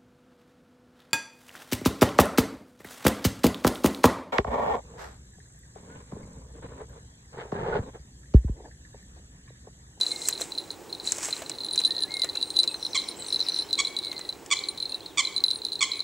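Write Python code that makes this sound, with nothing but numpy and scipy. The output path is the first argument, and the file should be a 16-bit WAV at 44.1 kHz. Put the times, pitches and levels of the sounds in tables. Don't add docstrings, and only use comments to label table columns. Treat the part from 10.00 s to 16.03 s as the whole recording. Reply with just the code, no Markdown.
import sys
import numpy as np
from scipy import signal
from scipy.fft import rfft, irfft, next_fast_len
from scipy.io import wavfile
from scipy.ndimage import uniform_filter1d

SR = 44100
rng = np.random.default_rng(int(sys.argv[2]) if len(sys.argv) > 2 else 0)


def bounce(signal):
    frames = np.transpose(np.atleast_2d(signal))
    limited = np.clip(frames, -1, 1)
    pcm = np.round(limited * 32767).astype(np.int16)
    wavfile.write(sys.argv[1], SR, pcm)


def boost(x):
    u = np.asarray(x, float) / 20
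    return 10 ** u


N = 265923
T = np.arange(N) / SR


def unit(x):
    return x / np.sqrt(np.mean(x ** 2) + 1e-20)


def along(points, hz):
    point_hz, value = np.transpose(points)
    return np.interp(np.log(hz + 1), np.log(point_hz + 1), value)


def filtered(x, response):
    size = next_fast_len(N + 8192)
    return irfft(rfft(x, size) * response(np.fft.rfftfreq(size, 1 / SR)), size)[..., :N]


def coloured(x, curve):
    return filtered(x, lambda hz: boost(along(curve, hz)))


def leaning(x, curve):
    return filtered(x, lambda hz: boost(along(curve, hz) / 2 * [[1], [-1]]))


def hiss(spectrum):
    return unit(coloured(rng.standard_normal(N), spectrum))


def strike(seconds, gains):
    sample = np.round(np.asarray(seconds) * SR).astype(int).clip(0, N - 1)
    return np.bincount(sample, gains, N)


def ring(force, hz, t60, attack=0.00047):
    t = T[:SR // 2]
    swell = 1 - np.exp(-(t / attack) ** 2)
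    tone = boost(-60 * t / t60) * swell * np.sin(2 * np.pi * hz * t)
    return signal.fftconvolve(force, tone)[:N]


def burst(seconds, db, colour, t60):
    envelope = signal.fftconvolve(strike(seconds, boost(db)), boost(-60 * T[:3000] / t60))[:N]
    noise = rng.standard_normal(N)
    return coloured(envelope * noise, colour) / np.std(coloured(noise, colour))


# (pitch [Hz], side level [dB])
ECHO_WIDTH = [(1000, -18.5), (4000, -9.5), (6500, 0), (10000, -12)]


def echoes(x, decays, delay):
    hz, t, z = signal.stft(rng.standard_normal((2, SR)), SR, nperseg=256)
    z[1] *= boost(along(ECHO_WIDTH, hz))[:, None]
    fade = boost(-60 * t / along(decays, hz)[:, None])
    mid, side = signal.istft(z * fade, SR, nperseg=256)[1]
    tail = np.array([mid + side, mid - side]) / np.linalg.norm(mid)
    late = np.pad(x, (round(delay * SR), 0))
    return signal.fftconvolve(late[None], tail, axes=1)[:, :N]


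# (pitch [Hz], level [dB per Hz])
HUM_TONE = [(20, -45), (50, -7), (110, -7), (220, -8), (310, -0.5), (450, -1), (620, -9), (850, -6.5),
            (1300, -15.5), (2500, -20), (5500, -22.5), (7800, -19.5), (10000, -29.5), (16000, -30.5)]
# (time [s], level [dB])
HUM_LEVEL = [
    (0.0, -48.5),
    (3.16, -48),
    (6.03, -51.5),
]
# (pitch [Hz], likeness [0 to 1])
HUM_ALIKE = [(40, 0.65), (180, 0.91), (400, 0.92), (1650, 0.99), (5000, 0.86), (15000, 1)]
# (pitch [Hz], left minus right [dB])
HUM_LEAN = [(30, 5), (90, 2.5), (180, 2), (320, -7.5), (640, 1), (1400, -0.5), (3000, -0.5)]
# (pitch [Hz], rms level [dB])
CAMERA_WHINE = [(15574, -77), (15625, -71)]


def lakeside():
    def share(hz):
        turn = np.arccos(np.clip(along(HUM_ALIKE, hz), -1, 1)) / 2
        return boost(along(HUM_TONE, hz)) * [np.cos(turn), np.sin(turn)]
    mid, side = filtered(rng.standard_normal((2, N)), share)
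    air = leaning(np.array([mid + side, mid - side]), HUM_LEAN)
    whine = sum(np.sqrt(2) * boost(db) * np.sin(2 * np.pi * hz * T) for hz, db in CAMERA_WHINE)
    return boost(np.interp(T, *np.transpose(HUM_LEVEL)) + 1.0) * unit(air) + whine


# (time [s], crisp level [dB], body level [dB])
RUSTLE = [(0, -48.5, -57), (.1, -43, -58.5), (.17, -45.5, -62.5), (.28, -36.5, -59), (.36, -54.5, -60.5),
          (.42, -38, -50), (.47, -50.5, -60), (.72, -67, -80), (.8, -72, -97), (1.02, -65.5, -86),
          (1.06, -39, -54.5), (1.13, -40.5, -57.5), (1.21, -41.5, -51), (1.245, -34, -48),
          (1.31, -42, -54.5), (1.395, -46, -51.5), (1.45, -54, -60.5), (1.6, -66.5, -70.5), (3.0, -63, -68),
          (3.5, -70, -55), (3.8, -76, -69)]
# (time [s], peak level [dB], dull part [dB], thud [dB]); parts are relative to the peak
SNAPS = [(0.2714, -33, -23, -32.5), (0.2863, -10, -15.5, -43), (0.386, -41, -19.5, 9),
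         (0.4113, -23, -10, 0), (0.7135, -33.5, -25, -24), (1.1202, -10, -21, -35),
         (1.1234, -42, -22.5, -38), (1.183, -24.5, -9, -12), (1.2308, -26, -5, -6.5),
         (1.2476, -23, -6.5, -14.5), (1.2861, -32.5, 3.5, 2), (1.4205, -32.5, 0.5, 4),
         (1.496, -24, -8, -19.5), (1.7587, -22, -10.5, -29.5), (1.8022, -25, -4, -23.5),
         (2.2448, -24, -5, -4), (2.356, -31.5, -1.5, -13.5), (2.6392, -26.5, -6, -14),
         (4.128, -37.5, 2.5, -9), (4.1924, -31.5, -3.5, -15), (4.4617, -32, -11, -28)]
# (pitch [Hz], level [dB])
CRISP = [(2500, -25.5), (5000, -3.5), (6500, 1.5), (7700, 7), (9500, -5), (16000, -40)]
# (pitch [Hz], level [dB])
DULL = [(350, -20), (1000, 0.5), (2500, 3), (4000, -5), (7000, -16)]
# (pitch [Hz], level [dB])
THUD = [(120, -36), (350, -5), (700, 2.5), (1500, -25)]


def handling():
    def grain(depth):
        rubs = rng.random(N) < 300 / SR
        grit = uniform_filter1d(rubs * boost(4.2 * rng.exponential(size=N)), 70)
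        return unit(1 + depth * unit(grit))

    def wide(colour, difference):
        return hiss(colour) + difference * hiss(colour) * [[1], [-1]]
    s, crisp_db, body_db = np.transpose(RUSTLE)
    crisp = boost(np.interp(T, s, crisp_db)) * grain(depth=0.65) * wide(CRISP, 0.08)
    body = boost(np.interp(T, s, body_db + 5)) * grain(depth=0.6) * wide(DULL, 0.073)
    s, db, dull_db, thud_db = np.transpose(SNAPS)
    cracks = burst(s, db - 3, CRISP, 0.014)
    cracks += burst(s, db + dull_db - 6.5, DULL, 0.042)
    cracks += burst(s, db + thud_db - 3.5, THUD, 0.018)
    cracks += burst([.2875], [-24], [(9000, -54), (11500, -7), (16000, -10)], 0.018)
    return crisp + body + cracks + boost(-10.5) * echoes(cracks, [(1000, 0.094), (10000, 0.023)], .0012)


MAIN_HZ = 3997


def main_mode(s, db, detune, choke):
    t = T[:2600]
    swell = 1 - np.exp(-(t / .0007) ** 2)
    choked = np.exp(-(t / choke[:, None]) ** 2) + .08
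    shape = swell * np.exp(-t / .018) * choked
    level = np.zeros(N + len(t))
    start = np.round(s * SR).astype(int)[:, None]
    np.maximum.at(level, start + np.arange(len(t)), boost(db)[:, None] * shape)
    hz = MAIN_HZ + detune[np.clip(np.searchsorted(s, T) - 1, 0, None)]
    return level[:N] * np.sin(2 * np.pi * np.cumsum(hz) / SR)


# (time [s], peak level [dB])
BLOWS = [(0.0112, -14), (0.0169, -24), (0.032, -19.5), (0.0651, -19), (0.0793, -28.8), (0.1079, -28.5),
         (0.116, -19.5), (0.1608, -26.5), (0.2179, -26.5), (0.2549, -29), (0.2983, -28.5), (0.3265, -22.5),
         (0.331, -28.5), (0.3515, -28.5), (0.377, -30.5), (0.4162, -22), (0.5202, -26), (0.5772, -25.0),
         (0.5831, -20), (0.601, -29.5), (0.705, -23.5), (0.9272, -26), (0.9494, -29), (0.9987, -27.5),
         (1.0498, -35.5), (1.0734, -17.5), (1.087, -27), (1.0913, -29), (1.112, -30.5), (1.3076, -29),
         (1.327, -20), (1.3649, -32.5), (1.4188, -38.5), (1.4613, -33), (1.4955, -32.5), (1.5158, -24.5),
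         (1.5403, -36), (1.5509, -37), (1.5845, -26), (1.6046, -24.5), (1.6345, -27.0), (1.646, -23),
         (1.6638, -26.5), (1.6854, -24), (1.7101, -23.5), (1.7343, -22), (1.7464, -25), (1.777, -14),
         (1.79, -15.5), (1.8153, -21.5), (1.8371, -21), (1.8486, -11), (1.8548, -14.5), (1.8665, -21),
         (1.8759, -25), (1.9068, -17.5), (1.92, -24), (1.9486, -28.5), (1.9652, -21), (1.9809, -23),
         (1.9899, -22.5), (2.0051, -22), (2.0225, -17), (2.0355, -18), (2.1073, -33), (2.118, -28),
         (2.14, -22.2), (2.168, -23), (2.1954, -23.5), (2.1994, -29), (2.2187, -15.5), (2.2346, -18.5),
         (2.29, -26.5), (2.2967, -23), (2.3522, -24.5), (2.371, -19.5), (2.4127, -23.5), (2.4267, -17),
         (2.4567, -33.5), (2.5034, -22), (2.5615, -24), (2.567, -13.5), (2.5894, -10), (2.5992, -12),
         (2.6115, -28), (2.6323, -17), (2.676, -15.5), (2.6903, -26.5), (2.7193, -36), (2.7423, -22.5),
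         (2.827, -22.5), (2.8496, -19.5), (2.8648, -19.5), (2.9317, -26), (2.9459, -25), (2.9752, -17.5),
         (2.9816, -24.5), (2.987, -22.5), (2.9977, -24.5), (3.012, -35.5), (3.018, -28), (3.04, -28),
         (3.0872, -22.5), (3.0945, -40), (3.113, -31.1), (3.2224, -29), (3.245, -35), (3.2643, -30.5),
         (3.2837, -25.5), (3.304, -27.5), (3.3251, -16.5), (3.329, -21), (3.3358, -31), (3.344, -19.5),
         (3.36, -18.5), (3.3694, -32.5), (3.3932, -22.5), (3.4035, -17.5), (3.412, -18.5), (3.426, -25.5),
         (3.465, -27.5), (3.4752, -26.5), (3.4858, -18), (3.496, -20), (3.5001, -29.5), (3.52, -25),
         (3.536, -31.8), (3.5434, -22), (3.562, -21.5), (3.57, -26.5), (3.5755, -22.5), (3.589, -17.5),
         (3.5982, -20), (3.621, -25), (3.6661, -37), (3.7084, -26), (3.7292, -15.5), (3.737, -23),
         (3.754, -23.5), (3.7776, -25.5), (3.803, -24), (3.8158, -28), (3.849, -19), (3.8702, -22.5),
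         (3.9658, -19), (3.9886, -21.5), (4.0285, -28), (4.0358, -26.5), (4.048, -23.5), (4.057, -27.5),
         (4.0683, -25), (4.0808, -26.5), (4.1153, -22), (4.1648, -28.5), (4.1787, -26.5), (4.2108, -30.5),
         (4.2333, -42), (4.25, -29), (4.2909, -21.6), (4.3257, -32.5), (4.568, -24.5), (4.5899, -25),
         (4.6376, -25), (4.656, -35.5), (4.686, -20.5), (4.7761, -25), (4.7835, -29.5), (4.8008, -23),
         (4.8253, -18.5), (4.8546, -23.0), (4.8944, -29), (4.9202, -25.5), (4.9441, -23), (5.0057, -37.5),
         (5.0612, -29), (5.232, -34), (5.251, -22), (5.271, -22), (5.3422, -32.5), (5.363, -19),
         (5.3791, -20), (5.4042, -29), (5.4388, -10.5), (5.4623, -22.5), (5.482, -16.5), (5.5047, -19.5),
         (5.511, -15.5), (5.532, -23.5), (5.5578, -25), (5.587, -32.5), (5.618, -28.5), (5.65, -18.5),
         (5.6663, -25), (5.685, -26.9), (5.7196, -22.5), (5.7257, -29), (5.7318, -22.5), (5.7552, -23.5),
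         (5.7914, -29.5), (5.852, -25.5), (5.917, -20), (5.9341, -24), (5.9557, -28), (5.9928, -24.5),
         (6.004, -19.5)]
# (time [s], peak level [dB])
RIM_BLOWS = [(0.1154, -30), (1.7276, -30), (1.775, -40.5), (1.7905, -29), (1.8516, -29), (2.0218, -31.5),
             (2.139, -34.5), (2.1928, -37), (2.5017, -37.5), (2.5983, -29.5), (3.086, -32.5), (3.268, -37),
             (3.2824, -32), (3.326, -37), (3.4013, -42.5), (3.484, -33.5), (3.586, -30.5), (3.8694, -46.5),
             (3.9654, -40), (3.9854, -40), (4.6867, -29.5), (4.8947, -38), (5.3637, -33.5), (5.4837, -41.5),
             (5.5334, -36.5), (5.5483, -42), (5.5708, -35.5), (5.7549, -40.5), (6.001, -40)]
# (time [s], peak level [dB])
SLOT_BLOWS = [(0.0098, -39.5), (0.064, -43), (0.3316, -40), (0.59, -45), (0.951, -53), (1.6472, -37),
              (1.731, -34), (1.8757, -37), (2.009, -40), (2.0291, -40), (2.1674, -40), (2.219, -39),
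              (2.233, -50.5), (2.3516, -48), (2.5776, -41.5), (2.8256, -45), (2.8534, -44), (3.0859, -39.5),
              (3.2806, -42), (3.3271, -37.5), (5.461, -38), (5.534, -48.5), (5.547, -39.5), (5.649, -43.5)]
# (level under any blow [dB], t60 [s])
SHELL_MODES = [(-27, .13), (-10, .018), (-13, .012)]
# (level under any blow [dB], t60 [s])
HIGH_MODES = [(-25.5, 0.062), (-41, 0.066)]


def bell():
    shell_hz, high_hz = [3725, 4190, 4400], [8865, 10290]
    s, db = np.transpose(sorted(BLOWS))
    spot = rng.standard_normal((len(s), 8)).clip(-2, 2)
    shaken = np.clip(uniform_filter1d(strike(s, boost(db)), 3500) * 1000, 0, None) ** .5
    taps = (rng.random(N) < 200 / SR) * rng.standard_normal(N)
    roll = boost(-29) * shaken * taps
    soft = np.clip(-13 - db, 0, 16)
    detune = (8 + 3.5 * soft) * spot[:, 0] + 5 * soft
    choke = .0045 * boost(.52 * (db + 30) + 3 * spot[:, 7])
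    low = main_mode(s, db, detune, choke) + ring(roll, MAIN_HZ + 60, 0.047)
    for k, (hz, (level, t60)) in enumerate(zip(shell_hz, SHELL_MODES)):
        hits = strike(s, boost(db + .35 * soft + 2.5 * spot[:, 1 + k]))
        low += boost(level) * ring(hits + roll, hz, t60)
    high = burst(s, db - 19 + 4 * spot[:, 6], [(3600, -23), (4700, 0), (8000, -2.5), (12000, -16)], 0.0079)
    for k, (hz, (level, t60), near) in enumerate(zip(high_hz, HIGH_MODES, (RIM_BLOWS, SLOT_BLOWS))):
        near_s, near_db = np.transpose(near)
        hits = strike(s, boost(db + level + 1.47 * spot[:, 4 + k])) + strike(near_s, boost(near_db))
        high += ring(hits + 0.11 * roll, hz, t60, attack=0.0006)
    return low, high


# (time [s], pitch [Hz], level [dB])
WHISTLES = [
    [(.11, 2167, -50.5), (.2, 2106, -54), (.28, 2070, -62.5)],
    [(1.83, 1580, -72), (1.9, 1830, -50), (1.95, 1924, -67), (2.05, 1700, -52.5), (2.07, 1680, -59)],
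    [(2.075, 1880, -59), (2.1, 2140, -49.5), (2.15, 2163, -45), (2.22, 2087, -48), (2.29, 1790, -58.5)],
    [(2.34, 2420, -58), (2.364, 2740, -50), (2.4, 2670, -66)],
    [(2.68, 2460, -60), (2.7, 2650, -48.5), (2.725, 2460, -61.5)],
    [(4.03, 2290, -58.5), (4.126, 2100, -53), (4.28, 1925, -68.5)],
    [(4.89, 2620, -65.5), (4.95, 2720, -58)],
    [(3.14, 3090, -61.5), (3.23, 3050, -61)],
    [(3.62, 3000, -61), (3.67, 3150, -57)],
    [(5.015, 3130, -54), (5.035, 3594, -58), (5.075, 3850, -55.5), (5.1, 3650, -57.5), (5.125, 3070, -59.5)],
    [(5.93, 2560, -55.5), (6.02, 2300, -57)],
]
# (time [s], length [s], first pitch [Hz], last pitch [Hz], level [dB], trill depth [Hz])
CHIRPS = [(2.42, 0.12, 8720, 8460, -49.5, -0.5), (2.68, 0.061, 8250, 8650, -45.5, -1.5),
          (3.164, .02, 7260, 8200, -43.5, 149.5), (3.187, 0.0354, 8350, 7560, -38.5, 115),
          (3.207, .09, 8200, 7830, -48.5, 399), (2.75, .05, 6660, 5500, -53.5, 98),
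          (2.802, .09, 5600, 5400, -46.5, 294), (2.893, 0.046, 6400, 5550, -48.5, 106),
          (2.913, 0.065, 5560, 5430, -49.5, 297.5), (3.014, .04, 6040, 5500, -55, 102),
          (3.031, .09, 5600, 5330, -49.5, 300), (3.253, 0.048, 6440, 5400, -47.5, 99.5),
          (3.296, 0.059, 5300, 5170, -44.5, 300), (3.376, 0.043, 6400, 5600, -48, 98),
          (3.41, .07, 5530, 4930, -44.5, 296.5), (3.486, 0.068, 6140, 5640, -45.5, 102),
          (3.52, 0.12, 5600, 5350, -49, 300.5)]


def songbirds():
    out = np.zeros(N)
    flutter = unit(uniform_filter1d(rng.standard_normal(N), 500))
    for rows in WHISTLES:
        s, hz, db = np.transpose(rows)
        fade = np.clip(np.minimum(T - s[0], s[-1] - T) / 0.0033, 0, 1)
        fade *= boost(1.1 * flutter)
        tone = np.sin(2 * np.pi * np.cumsum(np.interp(T, s, hz)) / SR)
        out += fade * np.sqrt(2) * boost(np.interp(T, s, db)) * tone
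    trill = .5 * np.sin(2 * np.pi * 120 * T) + unit(uniform_filter1d(rng.standard_normal(N), 90))
    for s, length, first, last, db, depth in CHIRPS:
        u = np.clip((T - s) / length, 0, 1)
        hz = first + (last - first) * u + depth * trill
        swell = np.sin(np.pi * u) ** .5 * (u < 1)
        out += boost(db) * swell * np.sin(2 * np.pi * np.cumsum(hz) / SR)
    return out


# (time [s], length [s], first pitch [Hz], last pitch [Hz], level [dB])
CALL_PULSES = [(2.946, 0.004, 1162, 1152, -31.5), (2.951, 0.01, 1090, 1155, -24),
               (2.959, 0.015, 1022, 1080, -25.5), (3.781, 0.0055, 1121, 1136, -33.5),
               (3.787, .011, 1071, 1150, -22), (3.797, 0.011, 1106, 1127, -20.5),
               (3.807, 0.0057, 1108, 1090, -26), (4.503, 0.0064, 1142, 1198, -34),
               (4.511, 0.0087, 1049, 1192, -20.5), (4.519, .013, 1107, 1203, -18.5),
               (4.529, 0.013, 1025, 1050, -23.5), (5.173, .005, 1149, 1203, -25.5),
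               (5.179, 0.0092, 1055, 1218, -19.5), (5.188, .013, 1119, 1160, -19),
               (5.197, 0.017, 1039, 1050, -23.5), (5.807, 0.0048, 1179, 1175, -24.5),
               (5.813, 0.0086, 1059, 1160, -21), (5.823, 0.01, 1130, 1148, -18),
               (5.829, 0.02, 1017, 1060, -25)]
# (pitch [Hz], level [dB])
THROAT = [(1000, -10), (2200, 2.5), (3400, 3.5), (4500, -2.5), (5700, -5.5), (6900, -2), (8000, -3),
          (9200, -19), (10500, -36)]


def water_bird():
    s, length, first, last, db = np.transpose(CALL_PULSES)
    turns = np.ravel([s + 0.00033, s + length - .001], "F").clip(0)
    pitch = np.interp(T, turns, np.ravel([first, last], "F"))
    pitch *= 1 + 0.01234 * unit(uniform_filter1d(rng.standard_normal(N), 60))
    phase = 2 * np.pi * np.cumsum(pitch) / SR
    voice = sum(boost(along(THROAT, k * pitch)) * np.sin(k * phase + 0.62 * k) for k in range(1, 10))
    effort = np.zeros(N)
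    for start, lasts, level in zip(s, length, db):
        swell = np.sin(np.pi * np.clip((T - start) / lasts, 0, 1)) ** 0.84
        effort += boost(level) * swell * (T < start + lasts)
    hum = boost(-18.5) * uniform_filter1d(effort, 300) * np.sin(phase + 1.5)
    breath = 0.094 * hiss(THROAT) + 0.082 * hiss(CRISP)
    return effort * (unit(voice) + breath) + hum


# (pitch [Hz], left minus right [dB])
BIRD_SIDE = [(1000, -3.5), (4000, -1.5), (7000, -6.5), (10000, -7)]
# (pitch [Hz], t60 [s])
LAKE_DECAY = [(800, 0.91), (2500, 0.61), (6000, 0.44), (12000, 0.46)]


def scene():
    low, high = bell()
    call = water_bird()
    song = songbirds()
    close = low + high * boost([[1.4], [-1.4]])
    close = close + boost(-16) * echoes(low + high, [(2000, .1), (10000, .06)], .002)
    bird = leaning(call, BIRD_SIDE) + boost(-11.5) * echoes(call, LAKE_DECAY, 0.015)
    hands = handling()
    far = song * boost([[1.3], [-1.3]]) + boost(-5) * echoes(song, [(2000, 0.36), (8000, 0.48)], 0.0097)
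    return close + hands + bird + far + lakeside()


def top_cut(x):
    return signal.sosfilt(signal.butter(12, 16650, fs=SR, output="sos"), x)


# (pitch [Hz], level [dB])
TREBLE_END = [(15700, 1.5), (15850, -20), (16400, -23), (16700, -56)]


def record(dry):
    mix = coloured(dry, TREBLE_END)
    return top_cut(mix)


dry = scene()
out = record(dry)
bounce(out)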